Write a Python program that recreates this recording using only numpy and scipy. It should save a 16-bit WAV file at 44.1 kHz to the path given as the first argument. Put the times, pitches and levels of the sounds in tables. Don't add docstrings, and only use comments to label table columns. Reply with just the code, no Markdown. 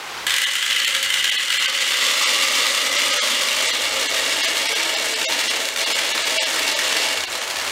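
import sys
import numpy as np
from scipy import signal
from scipy.fft import rfft, irfft
from scipy.io import wavfile
from scipy.ndimage import uniform_filter1d, minimum_filter1d, map_coordinates

SR = 44100
rng = np.random.default_rng(int(sys.argv[2]) if len(sys.argv) > 2 else 0)


def boost_factor(decibels):
    exponent = np.asarray(decibels, float) / 20
    return 10 ** exponent


def store_wav(level_fs):
    pcm = np.round(np.clip(np.atleast_2d(level_fs), -1, 1) * 32767)
    wavfile.write(sys.argv[1], SR, pcm.T.astype(np.int16))


N = 340011

# pitch_hz, level_db (per Hz)
RUMBLE = [(10, -37), (25, -17), (40, -14), (52, 8.5), (65, -16), (82, 14.5), (100, -5), (160, 0),
          (220, -24), (400, -71)]
# centre_s, half_length_s, level_db
SWELLS = [
    (0.05, 0.23, -1.1),
    (1.1, .15, 13),
    (3.9, 0.78, 4),
    (6.198, .4, -1),
]
# pitch_hz, level_db (per Hz)
FOIL = [(60, -61.5), (120, -26.5), (155, -13), (300, -15), (340, -6.5), (650, -8), (770, -1.5), (1150, -2),
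        (2100, -4), (3500, -7.5), (6000, -12.5), (10000, -22.5), (16000, -28)]
# start_s, level_db
BAG_LEVEL = [
    (0, -30.5),
    (.25, -31.5),
    (.4, -43),
    (1.5, -44.5),
    (2.5, -39.5),
    (7, -33.5),
    (7.71, -29),
]
# start_s, level_db
POUR = [(.262, -23.5), (.33, -25), (.44, -21), (1.0, -21.5), (1.4, -19.5), (3.0, -20), (4.97, -21),
        (5.12, -25), (5.3, -22), (5.6, -22), (5.7, -35), (5.75, -37), (5.79, -22), (7.12, -21), (7.3, -39),
        (7.35, -25), (7.4, -35), (7.71, -34)]
# start_s, fill (0 empty, 1 half full, 2 full)
FILL = [
    (.3, 0.11),
    (1.5, 0.07),
    (2.1, 1),
    (3.4, 1.1),
    (4.4, 2),
    (7.7, 2),
]
# fill, rate_per_s
CONTACT_RATE = [(0.1, 560), (1.01, 1000), (2.01, 950)]
# fill, level_db (re even flow)
THUD_BY_FILL = [(0.1, -25), (1.01, -13.5), (2.01, -11.5)]
# fill, level_db (re even flow)
TICK_BY_FILL = [(0.1, -11.5), (1.01, -7), (2.01, -8)]
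# start_s, peak_db, tick_db (re peak)
BARE = [(0.1745, -17, -23), (0.2663, -3, -14), (0.2784, -11, -19), (0.2954, -10, -12), (0.3052, -2, -18),
        (0.3394, -6, -15), (0.3626, -8, -12), (0.3825, -6, -14), (0.416, -5, -16), (0.4384, -8, -18),
        (0.5344, -7, -17), (0.5534, -7, -18), (0.6254, -6, -19), (0.6619, -7, -20), (0.7074, -5, -19),
        (0.7272, -8, -16), (0.7607, -5, -18), (0.8001, -7, -20), (0.8454, -6, -15), (0.8774, -6, -15),
        (0.8989, -10, -18), (0.9487, -3, -20), (1.0271, -6, -14), (1.1024, -5, -16), (1.1393, -3, -18),
        (1.2421, -4, -17), (1.2524, -6, -20), (1.296, -7, -16), (1.3744, -8, -20), (1.5025, -6, -20)]
# start_s, peak_db, tick_db (re peak)
HEAVY = [(1.5243, -7, -19), (2.0651, -8, -15), (2.551, -8, -15), (2.6652, -6, -16), (3.2748, -8, -16),
         (3.4854, -7, -16), (3.8515, -9, -17), (4.1429, -9, -16), (4.5679, -7, -16), (4.8298, -10, -15),
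         (5.1356, -12, -14), (5.2144, -7, -20), (5.3217, -8, -18), (5.39, -9, -14), (5.4868, -10, -16),
         (5.5616, -9, -16), (5.6529, -9, -16), (5.6859, -9, -14), (5.7607, -9, -15), (5.7727, -10, -14),
         (5.9887, -9, -15), (6.1772, -7, -18), (6.271, -10, -17), (6.3818, -7, -21), (6.5923, -8, -14),
         (6.6776, -6, -17), (6.7884, -7, -16), (6.9245, -7, -22), (6.9679, -10, -15)]
# start_s, peak_db, tick_db (re peak)
LAST = [(7.1731, -10, -17), (7.2044, -11, -17), (7.2364, -11, -18), (7.3174, -15, -14), (7.3254, -12, -16),
        (7.3522, -11, -16), (7.414, -8, -21), (7.4254, -14, -16), (7.4364, -14, -15), (7.4474, -17, -14),
        (7.4754, -13, -12), (7.5004, -12, -13), (7.5084, -12, -14), (7.5577, -12, -20), (7.5672, -11, -15),
        (7.5852, -13, -13), (7.5974, -11, -18), (7.6124, -11, -18), (7.6475, -14, -13), (7.6644, -14, -13),
        (7.6754, -11, -16), (7.6944, -15, -19)]
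# pitch_hz, width_hz, level_db
WALLS_EMPTY = [(1096, 30, -7), (1330, 100, -16), (1650, 94, 0), (1988, 45, 6), (2057, 55, 5),
               (2854, 40, 8.5), (2962, 45, 7), (3077, 55, 3.5), (3186, 80, -1.5), (3385, 90, -1.5),
               (3980, 120, -15), (4010, 210, -6.5), (4380, 92, -0.5), (5400, 370, -17)]
# pitch_hz, width_hz, level_db
WALLS_HALF = [(818, 35, -5), (1138, 25, -1.5), (1170, 22, -0.5), (1233, 73, 0), (1960, 120, -2),
              (2110, 76, -3), (2308, 94, -2.5), (2696, 65, 1.5), (2847, 57, 2.5), (2950, 76, -4),
              (3490, 230, -1.5), (4117, 82, -1)]
# pitch_hz, width_hz, level_db
WALLS_FULL = [(897, 80, -3.5), (1276, 106, -6.5), (1757, 95, 0), (1870, 47, 1), (2050, 45, -3.5),
              (2208, 71, 1.5), (2260, 61, -1), (2722, 50, 5.5), (2840, 63, 1.5), (2950, 40, -6),
              (3377, 64, 2.5), (3750, 65, -2.5), (4213, 115, -4.5)]
# pitch_hz, level_db
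WALL_RADIATION = [(200, -3), (400, -6), (700, -7.5), (850, -0.5), (20000, 0)]
# pitch_hz, level_db (per Hz)
CLACK = [(300, -52.5), (750, -20), (1100, -6), (1500, -7), (1900, -2), (3000, -2), (4500, -3), (6000, -8.5),
         (9000, -25.5), (16000, -58.5)]
# pitch_hz, level_db (per Hz)
SLAP = [(300, -77), (750, -32), (1100, -10), (1500, 1), (1900, -2), (3000, 6), (4500, -4.5), (6000, -17),
        (9000, -20.5), (16000, -64)]
# pitch_hz, level_db (per Hz)
TICK = [(2500, -47), (4500, -8.5), (5500, 1), (7000, 4.5), (8500, 1.5), (9500, -1), (10500, -6),
        (13000, -8), (15500, -13), (17000, -44)]
# pitch_hz, level_db
SHARP = [(4000, -3.5), (9000, 0.5), (14000, 4), (20000, 6)]
# pitch_hz, width_hz, level_db
FLOOR_THIN = [(228, 48, 2), (259, 52, -17), (318, 13, -21), (538, 30, 11)]
# pitch_hz, width_hz, level_db
FLOOR_MIDWAY = [(215, 73, -8.5), (260, 32, -11), (337, 18, -18), (482, 19, -2.5), (550, 65, 0.5),
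                (590, 43, 2)]
# pitch_hz, width_hz, level_db
FLOOR_HEAP = [(217, 33, -9), (282, 22, -10), (335, 14, -3), (459, 33, -0.5), (513, 31, -2.5),
              (545.6, 56, 1), (628, 54, -1), (652.7, 25, 2.5)]
# pitch_hz, level_db
LOW_CUT = [(20, -50), (170, -13), (260, -1), (700, -1.5), (1200, -9), (20000, -58)]
# pitch_hz, level_db
SMALL_BIN = [(20, -38.5), (150, -7), (250, 0), (20000, -1)]
# pitch_hz, t60_s
ROOM_DECAY = [(300, 0.51), (2000, 0.76), (6000, 0.38), (14000, 0.16)]
COARSE_BLOCKS = [0, 19, 40, 43, 53, 57, 84, 118, 125, 128, 151, 153, 170, 186, 188, 198, 201, 211, 220, 225,
                 236, 253, 257, 266, 271, 278, 281, 295, 319, 325.5]
# block_number, extra_db
STILL_COARSE = [
    (128, 0),
    (225, 3),
    (278, 0),
]

BLOCK_S, FIRST_BLOCK_S = 1024 / 48000, .4558
FLOW_START_S = BARE[1][0]
SPOTS = 8
STEADY_DB = -21


def unit(x):
    return x / np.sqrt(np.mean(x ** 2) + 1e-20)


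def along(points, hz):
    f, v = np.transpose(points)
    return np.interp(np.log(hz + 1), np.log(f + 1), v)


def curve(rows):
    s, value = np.transpose(rows)
    return np.interp(np.arange(N) / SR, s, value)


def wobble(rate):
    knots = rng.standard_normal(int(N * rate / SR) + 4)
    return map_coordinates(knots, [np.arange(N) * rate / SR])


def coloured(x, spectrum):
    size = 2 ** 12
    gain = boost_factor(along(spectrum, np.fft.rfftfreq(size, 1 / SR)))
    cepstrum = irfft(np.log(gain + 1e-6), size)
    cepstrum[1:size // 2] *= 2
    cepstrum[size // 2 + 1:] = 0
    return signal.fftconvolve(x, irfft(np.exp(rfft(cepstrum)), size))[:N]


def air():
    rest_db, ducking, held_db = -55, 0.83, -1.5
    t = np.arange(N) / SR
    rustle_db = curve(BAG_LEVEL)
    duck_db = ducking * np.minimum(rustle_db - rustle_db[0], held_db)
    swell_db = sum(db * np.exp(-((t - s) / half) ** 2) for s, half, db in SWELLS)
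    level_db = rest_db + duck_db + swell_db + 1.2 * wobble(3.3)
    return boost_factor(level_db) * unit(coloured(rng.standard_normal(N), RUMBLE))


def bag():
    crackle = (rng.random(N) < .03) * boost_factor(4 * rng.standard_normal(N)) * rng.choice([-1, 1], N)
    rustle = unit(coloured(rng.standard_normal(N) + 0.54 * unit(crackle), FOIL))
    taut = np.clip((np.arange(N) / SR - FLOW_START_S) / .15, 0, 1)
    flapping = (1 - taut) * rustle
    stretched = taut * coloured(rustle, SMALL_BIN)
    return boost_factor(curve(BAG_LEVEL) + .8 * wobble(17)) * (flapping + stretched)


def lone_pellets(fill):
    body, bright = np.zeros((SPOTS, N)), np.zeros((SPOTS, N))
    rise_s = .0007
    for k, (s, peak_db, tick_db) in enumerate(BARE + HEAVY + LAST):
        spot, at = k % SPOTS, round((s + rise_s) * SR)
        depth = fill[round(s * SR)]
        body[spot, at] = (-1) ** k * boost_factor(1.25 * peak_db + 16 - .6 * depth)
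        bright[spot, at] = boost_factor(1.25 * peak_db + tick_db + 20.5 - .5 * depth)
    return body, bright


def pour(fill):
    def by_fill(rows):
        return np.interp(fill, *np.transpose(rows))

    ring_db = curve(POUR) + .4 * wobble(8)
    sag_db = ring_db - STEADY_DB
    lurch_db = 1.2 * np.clip(1.3 - fill, .3, 1) * wobble(7)
    thud_db = STEADY_DB + by_fill(THUD_BY_FILL) + 0.48 * sag_db + lurch_db
    tick_db = STEADY_DB + by_fill(TICK_BY_FILL) + 0.63 * sag_db
    rate = by_fill(CONTACT_RATE) * boost_factor(.35 * sag_db)
    return ring_db, thud_db, tick_db, rate


def contacts(rate, spread_db):
    chance = rate * boost_factor(2 * wobble(40)) / SR / SPOTS
    strength = boost_factor(spread_db * np.clip(rng.standard_normal((SPOTS, N)), -3, 1.9))
    strength = strength * rng.choice([-1, 1], (SPOTS, N))
    blows = (rng.random((SPOTS, N)) < chance) * strength / np.sqrt(rate)
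    blows[:, :round(FLOW_START_S * SR)] = 0
    return blows / np.sqrt(np.mean(blows.sum(0) ** 2))


def chattered(blows, chatter_db, echo_db, count=14):
    spot, at = np.nonzero(blows)
    first = np.zeros(len(at))
    echo_s = rng.normal(.003, .00015, len(at))
    chatter_s = .0042 * rng.random((len(at), count)) ** 1.4
    late_s = np.c_[first, echo_s, chatter_s]
    chatter = boost_factor(chatter_db) * rng.standard_normal((len(at), count))
    size = np.c_[np.ones(len(at)), boost_factor(echo_db) * np.ones(len(at)), chatter]
    size /= np.linalg.norm(size, axis=1)[:, None]
    where = spot[:, None] * N + np.minimum(at[:, None] + np.round(SR * late_s).astype(int), N - 1)
    size = blows[spot, at][:, None] * size
    return np.bincount(where.ravel(), size.ravel(), blows.size).reshape(blows.shape)


def ringing(blows, modes, scatter_db):
    t = np.arange(SR // 8) / SR
    hz, width, db = np.transpose(modes)[..., None]
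    shapes = boost_factor(db) * width * np.exp(-np.pi * width * t) * np.sin(2 * np.pi * hz * t)
    layout = (len(blows), len(modes))
    spots = rng.choice([-1, 1], layout) * boost_factor(scatter_db * rng.standard_normal(layout))
    return signal.fftconvolve(blows, spots @ shapes, axes=1).sum(0)[:N]


def staged(blows, stages, fill):
    total = np.zeros(N)
    for k, modes in enumerate(stages):
        share = np.sqrt(np.clip(1 - abs(fill - k), 0, 1))
        power = SR * sum(boost_factor(2 * db) * width for _, width, db in modes) / (4 * np.pi)
        total += ringing(blows * share, modes, scatter_db=2.0) / np.sqrt(power)
    return total


def wall_ring(blows, fill):
    return coloured(staged(blows, [WALLS_EMPTY, WALLS_HALF, WALLS_FULL], fill), WALL_RADIATION)


def impact(blows, spectrum, stream):
    return coloured(blows, spectrum) / np.std(coloured(stream.sum(0), spectrum))


def landings(blows, fill, stream):
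    covered = np.clip(fill, 0, 1)
    slap = boost_factor(-5.5) * impact(np.sqrt(1 - covered) * blows, SLAP, stream)
    clack = impact(np.sqrt(covered) * blows, CLACK, stream)
    return slap + clack


def pellet_ticks(stream, bright, tick_db):
    hard = stream * abs(stream) ** .55
    hard *= np.std(stream) / np.std(hard)
    ticks = chattered(boost_factor(tick_db - 2.5) * hard, chatter_db=-8.5, echo_db=-2).sum(0)
    sharp = coloured(chattered(bright, chatter_db=-3.5, echo_db=-4.0).sum(0), SHARP)
    return boost_factor(4) * impact(ticks + sharp, TICK, stream)


def heap_thud(stream, rate, fill, thud_db):
    shuffle = stream + 1.05 * contacts(rate, spread_db=-1.0)
    depth = np.clip(2 * fill - 1.4, 0, 2)
    floor = staged(shuffle, [FLOOR_THIN, FLOOR_MIDWAY, FLOOR_HEAP], depth)
    return boost_factor(thud_db - 1.0) * unit(coloured(floor, LOW_CUT))


def pellets():
    fill = curve(FILL)
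    ring_db, thud_db, tick_db, rate = pour(fill)
    stream = contacts(rate, spread_db=2.5)
    body, bright = lone_pellets(fill)
    flow = chattered(boost_factor(ring_db - 2.5) * stream, chatter_db=-8, echo_db=-4.5)
    loud = chattered(body, chatter_db=-6.5, echo_db=-1)
    ring = boost_factor(-2.5) * wall_ring(flow + boost_factor(-5.0) * loud, fill)
    landed = landings((flow + boost_factor(2.0) * loud).sum(0), fill, stream)
    tick = pellet_ticks(stream, bright, tick_db)
    return ring + landed + tick + heap_thud(stream, rate, fill, thud_db)


def room(x):
    out, hop = np.zeros(N + SR), SR // 10
    for a in range(0, N, hop):
        hz, t, z = signal.stft(rng.standard_normal(SR // 3), SR, nperseg=256)
        decay = boost_factor(-60 * t / along(ROOM_DECAY, hz)[:, None])
        tail = signal.istft(z * decay, SR, nperseg=256)[1]
        wet = signal.fftconvolve(x[a:a + hop], tail / np.linalg.norm(tail))
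        out[a:a + len(wet)] += wet
    return np.pad(out, (round(.006 * SR), 0))[:N]


def scene():
    near = coloured(pellets(), SMALL_BIN)
    return (boost_factor(-2.0) * (near + boost_factor(-4) * room(near)) + bag() + air())[None]


def coarse_blocks(x):
    step_db = -9.2 + 3.5
    half = round(BLOCK_S * SR)
    k, n = np.arange(half) + .5, np.arange(2 * half) + .5
    window = np.sqrt(2 / half) * np.sin(np.pi * n / (2 * half))
    basis = window * np.cos(np.pi / half * np.outer(k, n + half / 2))
    slope = boost_factor(-2.2 * np.log2(np.maximum(k / 60, 1)))
    out = x.copy()
    blocks = [(at, 0) for at in COARSE_BLOCKS] + [(at + 1, db) for at, db in STILL_COARSE]
    for block, extra_db in blocks:
        span = round(FIRST_BLOCK_S * SR) + round((block - 1) * half) + np.arange(2 * half)
        lines = basis @ x[span]
        step = boost_factor(step_db + extra_db) * np.max(abs(lines)) * slope * 2
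        out[span] += (step * np.round(lines / step) - lines) @ basis
    return out


def roll_off(x):
    return signal.sosfilt(signal.butter(12, 16510, fs=SR, output="sos"), x)


def record(dry):
    span = round(SR / 400)
    need = np.minimum(1, .55 / (abs(dry[0]) + 1e-9))
    gain = uniform_filter1d(minimum_filter1d(need, size=span), size=span // 2)
    rough = coarse_blocks(dry[0] * gain)
    in_band = np.fft.rfftfreq(N, 1 / SR) < 15810
    mix = irfft(rfft(rough) * in_band, N)
    return roll_off(mix[None])


dry = scene()
out = record(dry)
store_wav(out)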